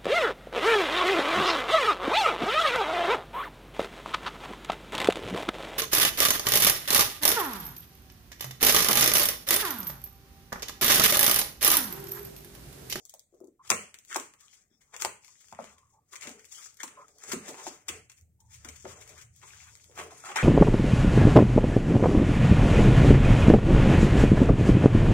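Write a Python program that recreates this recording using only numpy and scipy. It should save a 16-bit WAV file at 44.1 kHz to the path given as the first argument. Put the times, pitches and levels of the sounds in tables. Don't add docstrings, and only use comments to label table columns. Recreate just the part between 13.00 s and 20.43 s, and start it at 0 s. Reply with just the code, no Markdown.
import sys
import numpy as np
from scipy import signal
from scipy.fft import rfft, irfft, next_fast_len
from scipy.io import wavfile
from scipy.ndimage import uniform_filter1d

SR = 44100
rng = np.random.default_rng(int(sys.argv[2]) if len(sys.argv) > 2 else 0)


def boost_factor(decibels):
    exponent = np.asarray(decibels, float) / 20
    return 10 ** exponent


def generate_wav(signal):
    frames = np.transpose(np.atleast_2d(signal))
    scaled = np.clip(frames, -1, 1) * 32767
    pcm = np.round(scaled).astype(np.int16)
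    wavfile.write(sys.argv[1], SR, pcm)


N = 327516
M = next_fast_len(N + SR // 10, True)

# pitch_hz, level_db
AIR_COLOUR = [(12, -34.5), (20, -2), (113, -0.5), (738, -18.5), (1150, -36.5), (1570, -27), (2140, -20),
              (2670, -33.5), (6720, -12), (16000, -7)]
AIR_DB = -62.5
# pitch_hz, level_db
TRAFFIC_COLOUR = [(12, -27.5), (30, -20), (60, -14), (82, 2.5), (97, -11.5), (113, 0), (135, -12.5),
                  (180, -16.5), (230, -29.5), (400, -120)]
# time_s, level_db
ROAD = [
    (0.0, -95.5),
    (2.4, -84.5),
    (2.6, -68.5),
    (3.1, -77),
    (4.2, -83),
    (5.2, -71.5),
    (5.6, -54.5),
    (7.16, -63.5),
    (7.43, -65),
]
# time_s, level_db
JOLTS = [
    (.71, -54),
    (1.17, -69),
    (2.05, -59.5),
    (2.54, -63.5),
    (3.269, -66),
    (4.33, -52.5),
    (4.932, -52),
    (5.229, -56.5),
]
JOLT_RISE_DB_S, JOLT_FALL_DB_S = 291, 114.5

# pitch_hz, time to die by 60 dB_s, level_db
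YARD_TAIL = [(184, 0.3, 8), (499, 0.27, 5.5), (1086.5, 0.32, -1), (2500, 0.37, 0), (4400, .34, -1),
             (7370, 0.31, 1), (11500, 0.27, -6)]
# delay_s, level_db
WALL_ECHOES = [
    (.0055, -2),
    (.014, -13),
    (0.022, -18.5),
    (.042, -16),
]

# pitch_hz, level_db per Hz
PLASTIC = [(1940, -39), (3300, -7.5), (4120, -13), (4410, -8), (4780, -8), (6170, -2), (6560, 1.5),
           (7870, -2), (12000, -20.5), (15500, -13.5), (16500, -28.5)]
# pitch_hz, level_db per Hz
FLAP = [(350, -45), (600, -22.5), (791, -4.5), (1110, -1.5), (1240, 1), (1830, -2), (2190, -2.5),
        (2580, -6), (4200, -17.5), (5460, -49.5), (9240, -120)]
# pitch_hz, level_db per Hz
BOX = [(76, -40), (130, -12.5), (324, -10), (360, -1.5), (449, -1), (519, -5), (800, -6.5), (1040, -37.5),
       (1760, -120)]

# start_s, hold_s, plastic_db, flap_db over plastic, box_db over plastic
STROKES = [(0.0, 0.0043, -69.5, -51, -0.5), (0.328, 0.058, -78.5, -17, -4.5), (0.77, 0.046, -55, -6, -2.5),
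           (1.1, 0.11, -52, -29, -21), (1.406, 0.18, -65.5, -11, -26.5), (1.715, 0.049, -81, -4, -16.5),
           (1.819, 0.35, -74.5, -6, -19.5), (2.247, 0.28, -64, -15, -21), (2.596, 0.12, -62, 1, -5),
           (2.765, 0.17, -75, -26, -27), (2.92, 0.089, -94, -1.5, 13), (3.12, 0.02, -62, -8.5, -21.5),
           (3.234, 0.051, -52.5, 0, -16), (3.265, 0.038, -55, -18, 0.5), (3.528, 0.034, -52, -15, -42),
           (3.617, 0.031, -52.5, -10, -41), (3.42, 0.025, -65, -24, -21), (3.909, 0.14, -69, 3.5, 2.5),
           (4.07, 0.13, -69, -11, -6), (4.224, 0.028, -54.5, -3, -25), (4.3, 0.022, -47, -1, -4.5),
           (4.451, 0.031, -54, 3, -5), (4.485, 0.024, -54, -10, 2), (4.554, 0.096, -56.5, -8, -6),
           (4.645, 0.041, -47.5, -5.5, -6.5), (4.903, 0.045, -57, -2, -0.5), (5.499, 0.14, -65, -14, -35),
           (5.672, 0.0073, -59, 1.5, -0.5), (5.736, 0.18, -60, -8.5, -36), (5.924, 0.1, -63, -1.5, 3),
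           (6.072, 0.095, -59.5, -4.5, -7.5), (6.361, 0.036, -63.5, -16, -26),
           (6.436, 0.041, -58.5, -4.5, -14), (6.485, 0.12, -56, -3, -21), (6.625, 0.073, -60.5, 0, -26),
           (6.727, 0.15, -63, -13.5, -16), (6.86, .05, -78.5, -14, 6), (6.989, 0.043, -50, -2.5, 2),
           (7.126, 0.25, -57.5, -2.5, -9), (7.386, 0.1, -46.5, 9, 1)]
STROKE_RISE_DB_S, STROKE_FALL_DB_S = 346.5, 162
# level_db of plastic, flap, box
REST_DB = [-102, -90.5, -89]
CRINKLES_PER_S, CRINKLE_DB = 220, 14
# start_s, end_s, pitch_hz, level_db
SQUEAKS = [(0.591, 0.629, 1060, -59), (2.712, 2.928, 1082, -66.5), (2.923, 3.0, 880, -68.5),
           (2.928, 3.06, 1125, -77), (1.413, 1.49, 1200, -68), (1.468, 1.557, 3140, -69.5),
           (1.688, 1.799, 5380, -79), (1.698, 1.768, 3430, -80), (3.3, 3.49, 442, -65.5),
           (3.535, 3.607, 3130, -55), (3.575, 3.617, 1260, -63), (6.094, 6.175, 620, -66),
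           (6.662, 6.764, 980, -72), (7.247, 7.29, 1330, -45), (3.966, 4.041, 1030, -51),
           (3.966, 4.062, 1280, -55), (3.972, 4.023, 590, -57), (5.384, 5.55, 887, -71),
           (7.254, 7.34, 800, -46)]
SQUEAK_TURNS, STUTTER_DB = 20, 2

# time_s, peak_db, pitch_hz
KNOCKS = [(0.138, -43, 630), (0.325, -53.5, 392), (0.34, -47, 390), (0.403, -50, 424), (0.41, -37.5, 327),
          (0.438, -42, 329), (0.454, -48, 360), (0.48, -48, 316), (0.704, -18, 860), (0.717, -28.5, 384),
          (1.1585, -18.5, 797), (2.048, -23, 806), (2.525, -32.5, 664), (2.589, -23.5, 704),
          (3.834, -29, 900), (4.666, -24.5, 791), (5.845, -35.5, 305), (5.855, -28, 400), (5.884, -49, 400),
          (7.36, -18.5, 890)]
# time_s, peak_db, pitch_hz
THUDS = [(0.712, -33.5, 212), (1.163, -31, 298), (1.712, -59, 238), (2.053, -54.5, 186),
         (2.523, -52.5, 215), (2.592, -42.5, 226), (3.274, -39, 238), (3.836, -42, 302),
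         (4.334, -25.5, 273), (4.488, -37, 263), (4.674, -36, 300), (4.896, -37, 304), (5.651, -43.5, 240),
         (6.993, -46, 327)]
# time_s, peak_db, pitch_hz
POPS = [(0.7166, -19, 2290), (0.7228, -32, 670), (1.1127, -33, 1500), (1.1215, -40, 1900),
        (1.1281, -25.5, 1180), (1.151, -30, 1240), (1.459, -62, 1260), (1.482, -47.5, 3250),
        (1.5, -56.5, 3200), (1.544, -64, 2210), (2.237, -49.5, 2250), (2.283, -53, 1040),
        (2.355, -52, 1910), (2.443, -51, 1630), (3.135, -36, 1150), (3.156, -36.5, 2180),
        (3.2225, -33, 2100), (3.2741, -46, 2270), (3.3055, -41, 2370), (3.55, -41, 3170),
        (3.591, -56, 1430), (3.803, -29.5, 1846), (4.317, -27, 1360), (5.655, -46, 1500),
        (6.023, -45, 2300), (6.185, -49.5, 2340), (6.416, -53, 1930), (6.433, -41, 1010),
        (6.506, -40.5, 2380), (6.535, -40, 1620), (6.603, -39, 2160), (6.799, -48.5, 2350),
        (6.895, -49.5, 455), (7.121, -41, 680), (7.238, -34, 1360), (7.24, -39.5, 765), (7.319, -35, 2400)]
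KNOCK_TURNS, POP_TURNS = 5.1, 12

# time_s, crackle_peak_db, flap_db, flap_pitch_hz
SNAPS = [(0.0531, -32.5, -67.5, 1194), (0.096, -31, -115, 2270), (0.14, -31, -70, 654),
         (0.195, -35, -99, 720), (0.404, -49.5, -98, 780), (0.444, -49, -92, 840),
         (0.6948, -31, -44.5, 1180), (0.7029, -3.5, -17, 1190), (0.705, -32, -24, 2260),
         (0.9431, -32.5, -41.5, 2205), (0.9879, -35.5, -57.5, 2320), (1.128, -32, -36.5, 1500),
         (1.1602, -21.5, -21.5, 1116), (1.1635, -15.5, -43.5, 1500), (1.1992, -25, -41, 815),
         (1.338, -42.5, -53, 1290), (1.482, -49.5, -61, 2900), (1.965, -28, -39.5, 2590),
         (2.0187, -26.5, -36.5, 1090), (2.022, -14.5, -28, 1170), (2.0492, -15, -19.5, 830),
         (2.2472, -39, -50.5, 2140), (2.2807, -42.5, -53.5, 2070), (2.5268, -40, -46.5, 705),
         (2.588, -83, -54, 813), (2.6428, -39, -41.5, 730)]
# time_s, crackle_peak_db, flap_db, flap_pitch_hz
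PULLS = [(3.1566, -36.5, -44.5, 2150), (3.2112, -37.5, -51, 1970), (3.272, -33, -38, 2230),
         (3.4519, -40, -62, 2200), (3.5217, -35.5, -56.5, 2190), (3.7705, -44, -66, 1655),
         (3.8325, -28, -39.5, 1680), (3.878, -38, -45.5, 1810), (4.0818, -49.5, -59, 1180),
         (4.668, -33, -37.5, 930), (4.8841, -25, -36.5, 1190), (4.8899, -28, -28.5, 2700),
         (5.098, -43, -52, 2380), (5.1168, -43, -53.5, 2570), (5.648, -33.5, -40.5, 1410),
         (5.6873, -32.5, -45, 2170), (5.761, -43.5, -58.5, 2820), (5.8518, -69, -41.5, 1274),
         (7.315, -41, -36.5, 790), (7.3592, -26, -26, 1270), (7.37, -27.5, -32, 2240),
         (7.374, -46, -25, 1490), (7.363, -30, -25, 2110), (7.3683, -27, -29, 2050)]
# time_s, crackle_peak_db, flap_db, flap_pitch_hz
TICKS = [(.346, -57, -90, 2500), (1.0502, -43, -62, 2310), (1.0767, -53, -63, 2450),
         (1.534, -50, -56, 2000), (2.485, -48, -57.5, 2170), (2.549, -46, -48, 1890),
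         (3.1365, -47, -42, 1970), (3.163, -36, -42.5, 2070), (3.21, -42, -48, 2180),
         (3.293, -33, -50, 2120), (3.3, -46, -54, 2120), (1.5306, -50, -60, 2280), (2.406, -55, -72, 2970),
         (2.516, -50, -59, 2500), (7.2932, -40, -60, 2500), (3.445, -47, -50.5, 2260),
         (3.513, -53, -66, 2880), (3.744, -48, -80, 2130), (4.185, -44, -74, 1220),
         (4.203, -46.5, -56.5, 3160), (4.2387, -35.5, -41.5, 775), (4.29, -38, -58, 1700),
         (4.544, -46, -39.5, 910), (4.6393, -41, -56, 860), (5.185, -53, -61, 2440),
         (5.212, -49, -81, 2600), (5.5177, -63, -59, 2340), (6.077, -41, -53, 2240), (6.35, -62, -69, 3050),
         (6.363, -45, -73, 3120), (6.432, -56, -64, 1110), (6.479, -57, -49, 2300),
         (6.7535, -40, -51, 1980), (6.773, -46, -56, 2150), (6.8425, -44, -59, 3120),
         (6.914, -51, -59, 890), (6.9232, -53, -57, 910), (6.959, -48, -72, 705)]
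# top_s, crackle_peak_db, flap_db, flap_pitch_hz, fade_ms
SCUFFS = [(0.473, -55.5, -96, 710, 2.4), (0.6556, -48.5, -53, 1120, 35), (0.7173, -28.5, -21, 738, 1.4),
          (1.1042, -40.5, -44, 1810, 13), (1.146, -27, -32.5, 1320, 1.9), (1.4084, -48, -64, 1820, 8.6),
          (1.5413, -50.5, -67, 3125, 15), (1.9435, -41, -41, 750, 12), (2.002, -33.5, -42, 1230, 7.8),
          (2.014, -28, -49, 1300, 3.7), (.676, -42.5, -53.5, 3280, 5.7), (3.395, -45, -52, 2080, 10.4),
          (2.783, -50.5, -57, 2070, 3.1), (2.939, -67, -74, 891, 5.8), (3.5847, -45, -48.5, 1360, 46),
          (3.661, -41.5, -51, 1410, 5.5), (3.991, -65, -90, 1080, 40), (4.3215, -22.5, -31.5, 1280, 6.8),
          (4.333, -27, -33, 1000, 2.2), (4.594, -42.5, -43.5, 765, 93), (5.1776, -50.5, -71.5, 2420, 21),
          (5.4052, -53, -73.5, 897, 3.4), (5.5393, -40.5, -54, 2330, 69), (5.901, -41.5, -49, 1080, 86),
          (6.1876, -44, -49, 1540, 25), (6.2167, -41.5, -54, 2110, 9.6), (6.977, -42, -34.5, 766, 2.6),
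          (7.294, -40.5, -35.5, 900, 23)]
# top_s, crackle_peak_db, flap_db, flap_pitch_hz
PEELS = [(1.117, -41, -40.5, 1720), (1.816, -57, -65, 2100), (2.408, -49.5, -61.5, 2122),
         (3.131, -41, -46, 1111), (3.2279, -35.5, -44.5, 2780), (3.8048, -37.5, -42, 1760),
         (4.485, -34.5, -42, 902), (6.0137, -44, -54, 2170), (6.093, -43.5, -54.5, 2300),
         (6.4316, -52, -47, 910), (6.9909, -38, -32.5, 930), (7.11, -44.5, -46.5, 950),
         (7.257, -39, -40, 1260)]
SNAP_SWELL_MS, SNAP_FADE_MS, PULL_SWELL_MS = 0.51, 2.8, 0.62
TICK_SWELL_MS, TICK_FADE_MS = 0.12, 0.84
PEEL_SWELL_MS, PEEL_FADE_MS = 6.4, 20
SCUFF_SWELL_SHARE = 0.55
SMALL_FLAP_DB = -9.5
SMALL_BOX_DB = -9
THIN_FILM_DB = 10.5

# pitch_hz, left_minus_right_db
PORT_DB = [(90, 3), (350, 6.5), (700, -2), (1400, 2), (2800, 10), (5600, 16), (7600, 11), (9500, -16),
           (11500, 11.5), (14000, 6.5)]
# pitch_hz, left_lead_rad
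PORT_RAD = [(0, 0), (690, 0.2), (1550, 1.8), (2500, -0.0), (3190, -5.0), (3790, -4.0), (7240, -3.5),
            (9040, 6.3), (14400, 6.7), (15100, 9.1)]
# pitch_hz, likeness from 0 to 1
ALIKE = [(25, .4), (60, 0.8), (130, .97), (300, 0.94), (700, 0.3), (1400, 0), (3000, .05)]
# time_s, extra left_minus_right_db
TURN = [(0, 0.5), (.7, -0.5), (1.1, -.5), (1.6, 0), (2.1, 1.5), (3, -.3), (3.699, 1), (4.2, -1.5),
        (4.701, -1), (5.199, -0.5), (6.201, 1.2), (6.8, -1), (7.43, -1.5)]
# pitch_hz, level_db per bin
HUSH = [(100, -112), (2000, -104), (4000, -99), (12000, -108.5)]
# pitch_hz, level_db over neighbours
MASKED = [(1200, -40), (2000, -9), (2600, -2.6), (4700, -2.4), (5400, -6), (8600, -6), (9800, -1.6),
          (16000, -1.2)]


def unit(x):
    return x / np.sqrt(np.mean(x ** 2))


def read(table, count):
    hz, value = np.transpose(table)
    return np.interp(np.log(np.fft.rfftfreq(count, 1 / SR) + 1), np.log(hz + 1), value)


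def colour(x, spectrum):
    return irfft(rfft(x) * boost_factor(read(spectrum, x.shape[-1])), x.shape[-1])


def scattered(pair):
    likeness = np.clip(read(ALIKE, pair.shape[-1]), 0, 1)
    mid, side = rfft(pair) * np.sqrt([(1 + likeness) / 2, (1 - likeness) / 2])
    return irfft(np.array([mid + side, mid - side]), pair.shape[-1])


def ports(x):
    half = boost_factor(read(PORT_DB, M) / 2) * np.exp(0.5j * read(PORT_RAD, M))
    return irfft(rfft(x) * np.array([half, 1 / half]), M)


def walk(rate):
    held = int(SR / rate)
    steps = np.repeat(rng.standard_normal(M // held + 1), held)
    return uniform_filter1d(steps, held)[:M]


def swells(start, hold, db, rise_db_s, fall_db_s, rest):
    t = np.arange(0, M / SR, 1 / 500)
    start, end, db = start[:, None], (start + np.abs(hold))[:, None], db[:, None]
    rising = rise_db_s * np.clip(start - t, 0, None)
    falling = fall_db_s * np.clip(t - end, 0, None)
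    rest_db = np.interp(t, *np.transpose(rest))
    power = np.sum(boost_factor(db - rising - falling) ** 2, axis=0) + boost_factor(rest_db) ** 2
    return np.interp(np.arange(M) / SR, t, 10 * np.log10(power))


def ring(x, hz, t60):
    r = np.exp(-np.log(1000) / (t60 * SR))
    return signal.lfilter([1, 0, -1], [1, -2 * r * np.cos(2 * np.pi * hz / SR), r * r], x)


def add(out, s, x, db):
    i = int(s * SR)
    out[i:i + len(x)] += (x * boost_factor(db) / np.abs(x).max())[:M - i]


def still_air():
    air = unit(colour(scattered(rng.standard_normal((2, M))), AIR_COLOUR))
    air = colour(air, [(3000, 2.0), (5000, -5.5), (8500, -5.5), (10000, -11.0)])
    return air * boost_factor(AIR_DB - 5.0 + 1.2 * walk(2.4))


def traffic_and_jolts():
    s, db = np.transpose(JOLTS)
    level_db = swells(s, 0 * s, db, JOLT_RISE_DB_S, JOLT_FALL_DB_S, ROAD)
    hum = unit(colour(scattered(rng.standard_normal((2, M))), TRAFFIC_COLOUR))
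    return hum * boost_factor(level_db - 2.0)


def yard(x):
    t = np.arange(SR) / SR
    tail, hiss = 0, 0
    noise = colour(scattered(rng.standard_normal((2, M))), [(8500, -0.5), (12000, -9.5)])
    for hz, t60, db in YARD_TAIL:
        edges = [hz / 1.593, hz * 1.327] if hz < 2000 else [hz / 1.3, hz * 1.3]
        band = signal.butter(2, edges, "band", fs=SR, output="sos")
        share = 2 * np.log(1000) / t60 / SR
        if hz < 2000:
            tail = tail + signal.sosfilt(band, noise[:, :SR]) * boost_factor(db - 60 * t / t60) * np.sqrt(share)
        else:
            energy = uniform_filter1d(signal.sosfilt(band, x) ** 2, size=200)
            energy = signal.lfilter([share], [1, share - 1], energy)
            level = np.sqrt(np.abs(np.roll(energy, 200)))
            hiss = hiss + unit(signal.sosfilt(band, noise)) * boost_factor(db) * level
    tail = tail * np.clip(t / 0.0034, 0, 1)
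    echoes = sum(boost_factor(db) * np.roll(x, int(s * SR)) for s, db in WALL_ECHOES)
    smear = scattered(rng.standard_normal((2, 640)) * np.exp(-np.arange(640) / 250.0))
    low_tail = signal.fftconvolve(x[None], tail)[:, :M]
    return hiss + low_tail + signal.fftconvolve(echoes[None], smear / 19.0)[:, :M]


def rub(spectrum, db, grain_db, grip, patchy_db):
    sizes_db = grain_db * np.minimum(rng.exponential(size=M), 6.5)
    slips = unit(rng.standard_normal((2, M)) * boost_factor(sizes_db))
    creases = (rng.random(M) < CRINKLES_PER_S / SR) * rng.standard_normal((2, M))
    slips = slips + creases * boost_factor(CRINKLE_DB)
    bins = rfft(unit(colour(slips, spectrum)))
    octave = np.log2(np.fft.rfftfreq(M, 1 / SR) + 1)
    low, top = np.log2(spectrum[1][0]), np.log2(spectrum[-2][0])
    place = np.clip((octave - low) / (top - low), 0, 1) * 4
    body = 0
    for k in range(5):
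        part = irfft(bins * np.clip(1 - abs(place - k), 0, 1), M)
        body = body + part * boost_factor(patchy_db * walk(14))
    body = body * boost_factor(db + grip)
    return body[0], scattered(np.roll(body, 300, axis=1))


def rubbing():
    s, hold, db, flap, box = np.transpose(STROKES)
    plastic_db, flap_db, box_db = (
        swells(s, hold, db + share, STROKE_RISE_DB_S, STROKE_FALL_DB_S, [(0, rest)])
        for share, rest in zip((0, flap, box), REST_DB))
    grip = 1.3 * walk(30)
    near, far = 0, 0
    for straight, spread in (rub(PLASTIC, plastic_db + 0.068, 3.0, grip + 2.2 * walk(90), 2.0),
                             rub(FLAP, flap_db + 0.18, 3.0, grip + 2.2 * walk(60), 3.8),
                             rub(BOX, box_db + 0.055, 2.8, 0.53 * grip + 2.0 * walk(25), 2.8)):
        near, far = near + 0.77 * straight, far + 0.49 * spread
    return near, far


def squeaks():
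    out, stutter = np.zeros(M), boost_factor(STUTTER_DB * walk(45))
    for start, end, hz, db in SQUEAKS:
        slips = rng.standard_normal(SR // 2)[:int((end - start) * SR)]
        tone = ring(ring(slips, hz, SQUEAK_TURNS / hz), hz, 14 / hz)
        add(out, start, tone * np.hanning(len(slips)) ** 0.23, db + 6.5)
    return out * stutter


def knocks():
    out, t = np.zeros(M), np.arange(4096) / SR
    rows = [(*row, KNOCK_TURNS) for row in list(KNOCKS) + list(THUDS)]
    rows += [(*row, POP_TURNS) for row in POPS]
    for s, db, hz, turns in rows:
        cycles = t * hz
        push = rng.standard_normal(len(t)) * cycles * np.exp(-cycles / 0.45)
        push = ring(ring(push, 1.01 * hz, 2.1 / hz), hz, 2.5 / hz)
        main = unit(ring(push, hz, turns / hz))
        upper = unit(ring(push, 1.6 * hz, 3.0 / hz))
        add(out, s - 0.35 / hz, main + 0.095 * upper, db - 3.5)
    return out


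def tears():
    out, lead = np.zeros(M), 2048
    ms = (np.arange(4096) - lead) * 1000 / SR
    # swell_ms, fade_ms, height of the crack
    rows = [(*row, SNAP_SWELL_MS, SNAP_FADE_MS, 24.0) for row in SNAPS]
    rows += [(*row, PULL_SWELL_MS, 2.1 * SNAP_FADE_MS, 4.0) for row in PULLS]
    rows += [(*row, TICK_SWELL_MS, TICK_FADE_MS, 7.0) for row in TICKS]
    rows += [(*row[:-1], SCUFF_SWELL_SHARE * row[-1], row[-1], 0.5) for row in SCUFFS]
    rows += [(*row, PEEL_SWELL_MS, PEEL_FADE_MS, 0.5) for row in PEELS]
    for s, crackle_db, flap_db, flap_hz, swell_ms, fade_ms, crack in rows:
        noise, size = rng.standard_normal(len(ms)), rng.exponential(size=len(ms))
        envelope = np.exp(-abs(ms) / np.where(ms < 0, swell_ms, fade_ms))
        ticks = noise * boost_factor(4.65 * np.minimum(size, 4.2)) * envelope
        ticks = ticks * np.hanning(len(ms)) ** 0.5
        ticks[lead] = crack
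        start = s - lead / SR

        top_db = THIN_FILM_DB * np.clip((crackle_db - flap_db) / 35, -0.3, 1)
        crackle = colour(colour(ticks, PLASTIC), [(8500, 0.0069), (11500, top_db)])
        add(out, start, crackle, crackle_db + 2.0)

        flap = colour(colour(ticks, FLAP), [(flap_hz / 2, SMALL_FLAP_DB), (0.77 * flap_hz, 0)])
        flap_ring = ring(ring(ticks, flap_hz, 0.008), flap_hz, 0.0012)
        add(out, start, unit(flap) + 0.4 * unit(flap_ring), flap_db + 3.0)

        box_db = flap_db - 10.5 + SMALL_BOX_DB * np.log2(flap_hz / 800)
        add(out, start, colour(ticks, BOX), box_db)
    return out


def scene():
    hits = tears() + knocks()
    rub_near, rub_far = rubbing()
    near = squeaks() + rub_near
    far = yard(hits) + rub_far
    turn_db = np.interp(np.arange(M) / SR, *np.transpose(TURN))
    direct = ports(colour(hits, [(9000, 0), (12500, 0.35)]) + near)
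    parcel = (direct + far) * boost_factor(np.array([turn_db, -turn_db]) / 2)
    return (parcel + traffic_and_jolts() + still_air())[:, :N]


def roll_off(x):
    return signal.sosfilt(signal.butter(12, 17160, fs=SR, output="sos"), x)


def record(dry):
    frames = signal.stft(dry, nperseg=1024)[2]
    power = np.mean(abs(frames) ** 2, axis=0)
    smooth = uniform_filter1d(uniform_filter1d(power, size=4, axis=0), size=2, axis=1)
    hush = boost_factor(2 * read(HUSH, 1024))[:, None]
    keep = np.clip(1 - hush / (smooth + 1e-18), boost_factor(-6.0), 1)
    cells = uniform_filter1d(uniform_filter1d(power, size=5, axis=0), size=3, axis=1)
    neighbours = uniform_filter1d(cells, size=31, axis=0)
    heard = cells > neighbours * boost_factor(2 * read(MASKED, 1024))[:, None]
    total = power.sum(axis=0)
    heard = heard | (total > 2.5 * uniform_filter1d(total, size=15))
    rows = np.arange(len(power)) // 5 * 5
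    columns = np.arange(power.shape[1]) // 3 * 3
    clean = signal.istft(frames * keep * heard[rows][:, columns], nperseg=1024)[1][:, :N]
    clean = signal.sosfilt(signal.ellip(8, 0.3, 60, 16450, fs=SR, output="sos"), clean)
    return roll_off(clean)


dry = scene()
out = record(dry)
generate_wav(out)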